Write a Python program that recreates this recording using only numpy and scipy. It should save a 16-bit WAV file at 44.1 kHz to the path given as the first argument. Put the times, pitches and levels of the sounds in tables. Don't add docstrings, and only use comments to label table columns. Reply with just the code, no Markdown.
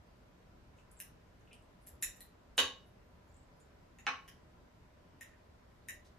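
import sys
import numpy as np
from scipy import signal
from scipy.fft import rfft, irfft, next_fast_len
from scipy.io import wavfile
from scipy.ndimage import uniform_filter1d, minimum_filter1d

SR = 44100
rng = np.random.default_rng(int(sys.argv[2]) if len(sys.argv) > 2 else 0)


def wav_out(sig):
    wavfile.write(sys.argv[1], SR, np.round(np.clip(np.atleast_2d(sig).T, -1, 1) * 32767).astype(np.int16))


def volts(x):
    e = np.asarray(x, float) / 20
    return 10 ** e


N = 272934
SPAN = 2 ** 15
HZ = np.fft.rfftfreq(SPAN, 1 / SR)
STEADY_TOP_HZ = 14350


# [f/Hz, bandwidth/Hz, level/dB]
RIM = [(270, 180, -27.5), (373, 40, -16.0), (950, 31, -17.5), (522, 120, -18.5), (1147, 18, -17.0),
       (1674, 71, -10.5), (2008, 57, -13.5), (2256, 66, -13.5), (2498, 52.2, -11.0), (3023, 37, -2.5),
       (3584, 24.2, -9.0), (3820, 38, -8.0), (4380, 39, -13.0), (4616, 19, -15.0), (4930, 45, -22.0),
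       (5370, 55, -19.5), (6120, 25, -20.5), (6550, 36, -17.5), (6387, 35, -17.5), (7110, 160, -16),
       (8610, 32.15, -30.5), (9320, 38.3, -15), (10170, 67, -29), (10874, 97, -26.5), (11490, 83, -38.5),
       (12900, 71.7, -44), (13710, 52, -35.5)]
# [t/s, peak level/dB, left-right/dB, contact/ms]
RIM_BLOWS = [
    (2.5771, -40, -2.5, 0.73),
    (2.5784, -18.5, -1, 2.46),
    (2.5895, -26, -4.5, 6.8),
]
# [f/Hz, bandwidth/Hz, level/dB]
RIM_DIPS = [(5000, 242, -9.5), (8500, 538, -16), (10540, 300, -4), (12000, 900, -31)]


def rim(out, space):
    strike(out, space, RIM, RIM_BLOWS, RIM_DIPS, damp_hz=70, click_db=-40, low_hz=230, high_hz=19000, room_db=5.5)


# [f/Hz, bandwidth/Hz, level/dB]
BASE = [(274, 26, -9.5), (510, 17, -18.5), (808, 19, -1.0), (1177, 29, -0.5), (1334, 23, 1.5),
        (1520, 31, -0.5), (1740, 28, 2), (2274, 36, 7.5), (2316, 15.0, 4.5), (2510, 17, 1.0),
        (3073, 107, -2), (4060, 210, -10), (5270, 62, -13.5), (5960, 14, -7.5), (7600, 140, -21),
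        (8150, 62, -52), (10040, 37, -21.5)]
# [t/s, peak level/dB, left-right/dB, contact/ms]
BASE_BLOWS = [(4.066, -25, -0.5, 2.2)]
# [f/Hz, bandwidth/Hz, level/dB]
BASE_DIPS = [(4700, 260, 7.5), (6860, 230, -14), (9100, 500, -18), (11800, 1900, -26)]


def base(out, space):
    strike(out, space, BASE, BASE_BLOWS, BASE_DIPS, damp_hz=50, click_db=-44, low_hz=230, high_hz=8500, room_db=3.1)


# [f/Hz, bandwidth/Hz, level/dB]
DIPS = [(4550, 250, -19), (8150, 500, -16), (10000, 293.5, -7), (12300, 349, -4)]
# [f/Hz, bandwidth/Hz, level/dB]
TINES = [(1850, 30, 12.5), (2777, 15, -1), (2890, 47, -8.5), (3940, 22, -7.5), (5500, 740, -15.5),
         (7100, 120, -1.5), (8800, 220, -6), (10000, 82, -5.5), (11200, 71, -9), (10770, 24, -7),
         (11700, 57, -10), (12000, 56, -41), (13540, 230, -7.5)]
# [t/s, peak level/dB, left-right/dB, contact/ms]
TINE_BLOWS = [(5.209, -43.5, 1, 4.2), (5.886, -34.5, 2.6, 1.23)]


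def tines(out, space):
    strike(out, space, TINES, TINE_BLOWS, DIPS, damp_hz=50, click_db=-28, low_hz=1500, high_hz=17000, room_db=3.2)


# [f/Hz, bandwidth/Hz, level/dB]
NUDGE = [(1900, 67, 1), (2700, 83, -3), (3750, 100, -20), (5760, 300, -17), (6900, 140, -7),
         (8900, 500, -19), (11100, 300, -21), (13400, 700, -23)]
# [t/s, peak level/dB, left-right/dB, contact/ms]
NUDGE_BLOWS = [(3.986, -52.5, 1.5, 1.9)]


def nudge(out, space):
    strike(out, space, NUDGE, NUDGE_BLOWS, DIPS, damp_hz=50, click_db=-30, low_hz=1500, high_hz=15000, room_db=4)


# [f/Hz, bandwidth/Hz, level/dB]
CROSSED = [(1810, 62, -10.5), (2615, 110, -15), (3830, 126, -24.5), (4620, 25, -30), (5105, 88, -27),
           (5730, 94.6, -17), (7100, 26.4, -7), (7800, 39, -15), (8290, 39, -19.5), (9500, 119.8, -14),
           (11070, 34, -10.5), (11800, 49, -31), (12950, 75, -15.5), (13420, 32.9, -13)]
# [t/s, peak level/dB, left-right/dB, contact/ms]
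CROSSED_BLOWS = [
    (2.0245, -27, .5, 2.42),
    (2.0294, -35, 7.3, 0.79),
    (2.1594, -56, 1, 2.1),
]
# [f/Hz, bandwidth/Hz, level/dB]
CROSSED_DIPS = [(4600, 280, -26), (8900, 150, -7), (12300, 200, -2)]


def crossed(out, space):
    strike(out, space, CROSSED, CROSSED_BLOWS, CROSSED_DIPS, damp_hz=60, click_db=-32, low_hz=1500, high_hz=17000,
           room_db=4)


# [f/Hz, bandwidth/Hz, level/dB]
EDGE = [(1720, 89, 1), (2740, 84, 1.5), (3900, 200, -17), (5400, 250, -6), (6300, 450, -8),
        (7500, 370, -5.5), (9500, 400, 1), (10700, 400, 1.5), (13300, 400, -4), (12200, 400, 2),
        (14000, 300, -11)]
# [t/s, peak level/dB, left-right/dB, contact/ms]
EDGE_BLOWS = [(1.0015, -34.5, 0.5, 0.92), (1.01, -56, 1.0, 0.52)]


def edge(out, space):
    strike(out, space, EDGE, EDGE_BLOWS, DIPS, damp_hz=100, click_db=-22, low_hz=1500, high_hz=17000, room_db=.7)


# [f/Hz, bandwidth/Hz, level/dB]
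TIP = [(1760, 170, -11), (3800, 180, -13), (5348, 1600, -20.5), (6280, 530, -10), (7600, 201.3, -5.5),
       (9750, 830, -5), (11250, 227, 2), (12290, 560, -24), (13100, 270, 1)]
# [t/s, peak level/dB, left-right/dB, contact/ms]
TIP_BLOWS = [(1.866, -54, 1.5, 1.7), (1.8711, -42, -1.4, 1.2)]


def tip(out, space):
    strike(out, space, TIP, TIP_BLOWS, DIPS, damp_hz=120, click_db=-24, low_hz=1400, high_hz=14000, room_db=4)


# [f/Hz, bandwidth/Hz, level/dB]
HEEL = [(1900, 18, -3.5), (4100, 10, -2), (5320, 120, -34), (5800, 48, -15), (7625, 36, -7),
        (9345, 96, -4.5), (11000, 40, -3.5), (12000, 35, 0), (12070, 200, -10.5), (13020, 60, -15.5),
        (13400, 67, -6)]
# [t/s, peak level/dB, left-right/dB, contact/ms]
HEEL_BLOWS = [(2.205, -44.5, -.5, 4.205)]


def heel(out, space):
    strike(out, space, HEEL, HEEL_BLOWS, DIPS, damp_hz=60, click_db=-30, low_hz=1500, high_hz=15000, room_db=2.05)


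# [f/Hz, bandwidth/Hz, level/dB]
FLAT = [(1760, 66, 8), (3150, 43, 4.5), (5300, 480, -5.5), (7000, 420, -6.5), (9750, 1200, -7.5),
        (10940, 480, -4.5), (12700, 800, -8.5), (14100, 500, -8.5)]
# [t/s, peak level/dB, left-right/dB, contact/ms]
FLAT_BLOWS = [(4.2782, -49, 0.27, 1.3)]


def flat(out, space):
    strike(out, space, FLAT, FLAT_BLOWS, DIPS, damp_hz=120, click_db=-20, low_hz=1400, high_hz=15000, room_db=8)


def strike(out, space, resonances, rows, dips, damp_hz, click_db, low_hz, high_hz, room_db):
    t_ms = np.arange(SPAN // 16) / SR * 1000
    body = modes(resonances, damp_hz, share=0.01216) + volts(click_db)
    body = body * band_edge(HZ / high_hz) * band_edge(-low_hz / (HZ + 1))
    sent = volts(room_db) * lacking(dips)
    for s, db, pan_db, contact_ms in rows:
        u = t_ms / (contact_ms / 4)
        force = u * np.exp(-u) * rng.standard_normal(len(t_ms))
        sharp = db > -47 and high_hz > 15900
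        add(out, s, db + 3.5, pan_db, sent, force, body, space, sharp)


def band_edge(x):
    return 1 / (1 - x * x + 1.4j * x) ** 2


def modes(table, damp_hz, share):
    c, w, db = np.transpose(table)[..., None]
    w = w + damp_hz + share * c
    sign = (-1.) ** np.arange(len(table))[:, None]
    return np.sum(sign * volts(db) * 1j * HZ * w / (c * c - HZ * HZ + 1j * HZ * w), axis=0)


def lacking(dips):
    return volts(sum(deep_db * np.exp(-(2 * (HZ - hz) / w) ** 4) for hz, w, deep_db in dips))


def add(out, s, db, pan_db, sent, force, response, space, sharp=False):
    lead, margin = 512, 8
    push = rfft(np.pad(force, (lead, 0)), SPAN)
    push = push / np.sqrt(np.abs(uniform_filter1d(np.abs(push) ** 2, size=120)))
    direct = rfft(irfft(push)[lead - margin:SPAN // 2], SPAN) * response
    direct = direct * volts(db) / np.abs(irfft(direct)).max()
    top = volts(-50 * (HZ > STEADY_TOP_HZ))
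    lag_ms = .014
    sides = volts([[pan_db / 2], [-pan_db / 2]]) * np.exp([[0], [-2j * np.pi]] * HZ * lag_ms / 1000)
    if not sharp:
        sides = sides * top
    early, tones = space
    answer = sent * top * (volts(-2.5) * early + room(tones))
    out[:, round(s * SR) - margin:][:, :SPAN] += irfft(direct * (sides + answer))


# [t/s, peak level/dB, f/Hz]
TICKS = [(0.785, -60.5, 2700), (.912, -63, 7500), (1.407, -73, 6300), (1.474, -62, 2700), (1.53, -53, 2930),
         (1.623, -68, 8100), (3.324, -69, 7900), (3.342, -63, 7360), (3.366, -63, 7900), (3.393, -72, 7420),
         (3.43, -73, 7500), (3.537, -69, 4770), (5.335, -58.5, 1770), (6.052, -65.5, 3800)]


def ticks(out, space):
    for s, db, hz in TICKS:
        touch(out, space, s, db, hz, width_hz=410 + 0.096 * hz, ms=4)


# [t/s, peak level/dB, f/Hz]
SNAPS = [(.915, -54, 9700), (.99, -55, 7600), (1.398, -78, 10500), (1.529, -62, 5000), (1.53, -54, 8900),
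         (3.278, -75, 10300), (3.567, -75, 11300), (3.601, -63.5, 8620)]


def snaps(out, space):
    for s, db, hz in SNAPS:
        touch(out, space, s, db, hz, width_hz=0.31 * hz, ms=4)


# [t/s, peak level/dB, f/Hz, length/ms]
SQUEAKS = [(.02, -84, 4700, 200), (0.967, -60.5, 7600, 18), (1.508, -58, 2600, 20),
           (3.285, -73.5, 7140, 19), (3.4, -85, 7500, 22), (3.604, -69.5, 7100, 25)]


def squeaks(out, space):
    for s, db, hz, ms in SQUEAKS:
        touch(out, space, s, db, hz, width_hz=520, ms=ms)


# [t/s, peak level/dB, f/Hz, length/ms]
HISSES = [
    (.76, -73.5, 7000, 70),
    (1.81, -72.5, 9500, 50),
    (2.858, -76, 11200, 42),
    (6.044, -66, 5170, 38),
]


def hisses(out, space):
    for s, db, hz, ms in HISSES:
        touch(out, space, s, db, hz, width_hz=4400 * (6000 / hz), ms=ms)


def touch(out, space, s, db, hz, width_hz, ms):
    u = np.arange(SPAN // 4) / SR / (ms / 1000)
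    puff = np.sin(np.pi * np.clip(u, 0, 1) ** 0.69) * rng.standard_normal(len(u))
    response = modes([(hz, width_hz, 0)], damp_hz=0, share=0) ** 2
    add(out, s, db + 3.0, 0, volts(-1.0), puff, response, space)


# [t/s, peak level/dB, f/Hz, length/cycles]
THUMPS = [
    (1.92, -50.5, 72, 4),
    (2.05, -54.5, 33, 2.5),
    (2.621, -53.5, 80, 4.4),
    (5.851, -61.5, 96.6, 12),
    (6.052, -68.5, 75, 15),
]


def thumps(out):
    t = np.arange(SPAN // 2) / SR
    for s, db, hz, cycles in THUMPS:
        swell = np.sin(np.pi * np.clip(t * hz / cycles, 0, 1))
        out[:, round(s * SR):][:, :len(t)] += volts(db) * np.sin(2 * np.pi * hz * t) * swell


# [delay/ms, left level/dB, right level/dB]
ECHOES = [(3.77, -4.5, -7), (5.93, -3.5, -10.5), (10.264, -5.5, -0.5), (15.32, -8, -9), (20.98, -7.5, -4.5)]


def echoes():
    ms, *dbs = np.transpose(ECHOES)[..., None]
    late = (ms + rng.normal(0, 0.21, (2, len(ECHOES), 1))) / 1000
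    return np.sum(volts(np.array(dbs)) * np.exp(-2j * np.pi * HZ * late), axis=1)


# [f/Hz, level/dB, decay by 60 dB/s]
STANDING = [(262.8, -27.5, 0.3), (419, -30, 0.33), (508, -24, 0.36), (842.5, -29, 0.11), (922, -36, 0.26),
            (1089.3, -26, 0.42), (1133, -29.5, 0.26), (1305, -33.5, 0.22), (1594, -36, .3), (1970, -33, .3),
            (2910, -36.5, 0.4), (3120, -32.5, 0.18), (3735, -35.5, 0.38)]


def standing(swell_ms=12, beat_db=4):
    t = np.arange(SPAN // 2) / SR
    hz, db, t60 = np.transpose(STANDING)[..., None]
    skew = rng.normal(0, .4, (2, len(STANDING), 1))
    beats = np.sin(2 * np.pi * rng.uniform(12, 30, hz.shape) * t + skew)
    level = volts(db + beat_db * beats - 60 * t / t60)
    tones = level * np.sin(2 * np.pi * hz * t + skew + beats / 2)
    swell = 1 - np.exp(-1000 * t / swell_ms)
    return rfft(volts(-14) * tones.sum(axis=1) * swell, SPAN)


# [f/Hz, decay by 60 dB/s]
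WALLS = [(300, 0.143), (800, 0.38), (2000, 0.29), (5500, 0.32), (9000, 0.21), (14000, 0.21)]


def room(tones, gap_ms=2.517, swell_ms=4):
    hz, t, z = signal.stft(rng.standard_normal((2, SPAN // 2)), SR, nperseg=256)
    decay = volts(-60 * t / along(WALLS, hz)[:, None])
    tail = signal.istft(z * decay, SR, nperseg=256)[1][:, :SPAN // 2]
    ms = np.arange(SPAN // 2) / SR * 1000
    tail = tail * (1 - np.exp(-np.clip(ms - gap_ms, 0, None) / swell_ms))
    return paired(rfft(tail / np.linalg.norm(tail[0]), SPAN), HZ, extra=0.18) + tones


# [f/Hz, left-right likeness]
ALIKE = [(40, 1), (80, 0.93), (160, 0.842), (300, 0.588), (640, .1), (1400, 0.045), (3000, 0.011)]


def paired(two, hz, extra):
    turn = np.arccos(np.clip(along(ALIKE, hz) + extra, 0, 1)) / 2
    mid, side = two * [np.cos(turn), np.sin(turn)]
    return np.array([mid + side, mid - side])


def along(points, hz):
    f, v = np.transpose(points)
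    return np.interp(np.log(hz + 1), np.log(f + 1), v)


# [f/Hz, density level/dB]
HUSH = [(15, -14.5), (30, -6), (65, -1), (120, -6.5), (250, -12), (500, -14.5), (800, -18), (1000, -21),
        (1400, -21), (2000, -25.5), (3200, -31), (5000, -34.5), (8200, -41), (8900, -45.5), (14300, -45)]
# [f/Hz, bandwidth/Hz, level/dB]
HUMS = [(179, 25, 3), (246.5, 35, 3), (610, 70, 5.5), (1003, 110, 6.5)]


def hush():
    z = signal.stft(rng.standard_normal((2, N + SR)), nperseg=1024)[2]
    field = uniform_filter1d(rng.standard_normal(z.shape[1:]), size=8, axis=0)
    field = uniform_filter1d(field, size=8, axis=1)
    noise = signal.istft(z * volts(.8 * field / field.std()), nperseg=1024)[1]
    m = next_fast_len(N)
    hz = np.fft.rfftfreq(m, 1 / SR)
    lifted = sum(db * np.exp(-(2 * (hz - c) / w) ** 2) for c, w, db in HUMS)
    colour = volts(along(HUSH, hz) + lifted - 18 * (hz > STEADY_TOP_HZ)) * (hz > 15)
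    air = irfft(paired(rfft(noise[:, :m]), hz, extra=0) * colour, m)[:, :N]
    return volts(-62.5 + 2.5) * air / air.std()


def scene():
    out = np.zeros((2, N + SPAN))
    space = echoes(), standing()
    for contact in (rim, base, tines, nudge, crossed, edge, tip, heel, flat, ticks, snaps, squeaks, hisses):
        contact(out, space)
    thumps(out)
    return out[:, :N] + hush()


def masked(x, below_db=-21, deep_db=-25, waver_db=2):
    hz, _, z = signal.stft(x, SR, nperseg=1024)
    power = np.abs(uniform_filter1d(np.mean(np.abs(z) ** 2, axis=0), size=7, axis=0))
    near = -minimum_filter1d(-power, size=110, axis=0)
    luck = uniform_filter1d(rng.standard_normal(power.shape), size=2, axis=0)
    luck = uniform_filter1d(luck, size=8, axis=1)
    luck = luck / luck.std()
    covered = power < volts(2 * (below_db + waver_db * luck)) * near
    thin = (luck > 2.0) & (hz > 6500)[:, None]
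    weak = (covered | thin) & ((hz > 3200) & (hz < STEADY_TOP_HZ))[:, None]
    streaks_db = 3 * luck * (hz > 8600)[:, None]
    return signal.istft(z * volts(deep_db * weak - streaks_db), SR, nperseg=1024)[1][:, :N]


def roll_off(x):
    return signal.sosfilt(signal.butter(12, 16520, fs=SR, output="sos"), x)


# [f/Hz, level/dB]
TOP = [(14200, -1.5), (15000, -3.5), (15900, -13), (16500, -48)]


def record(dry):
    m = next_fast_len(N + 4096)
    edge_gain = volts(along(TOP, np.fft.rfftfreq(m, 1 / SR)))
    cut = irfft(rfft(dry, m) * edge_gain, m)[:, :N]
    return roll_off(masked(cut))


dry = scene()
out = record(dry)
wav_out(out)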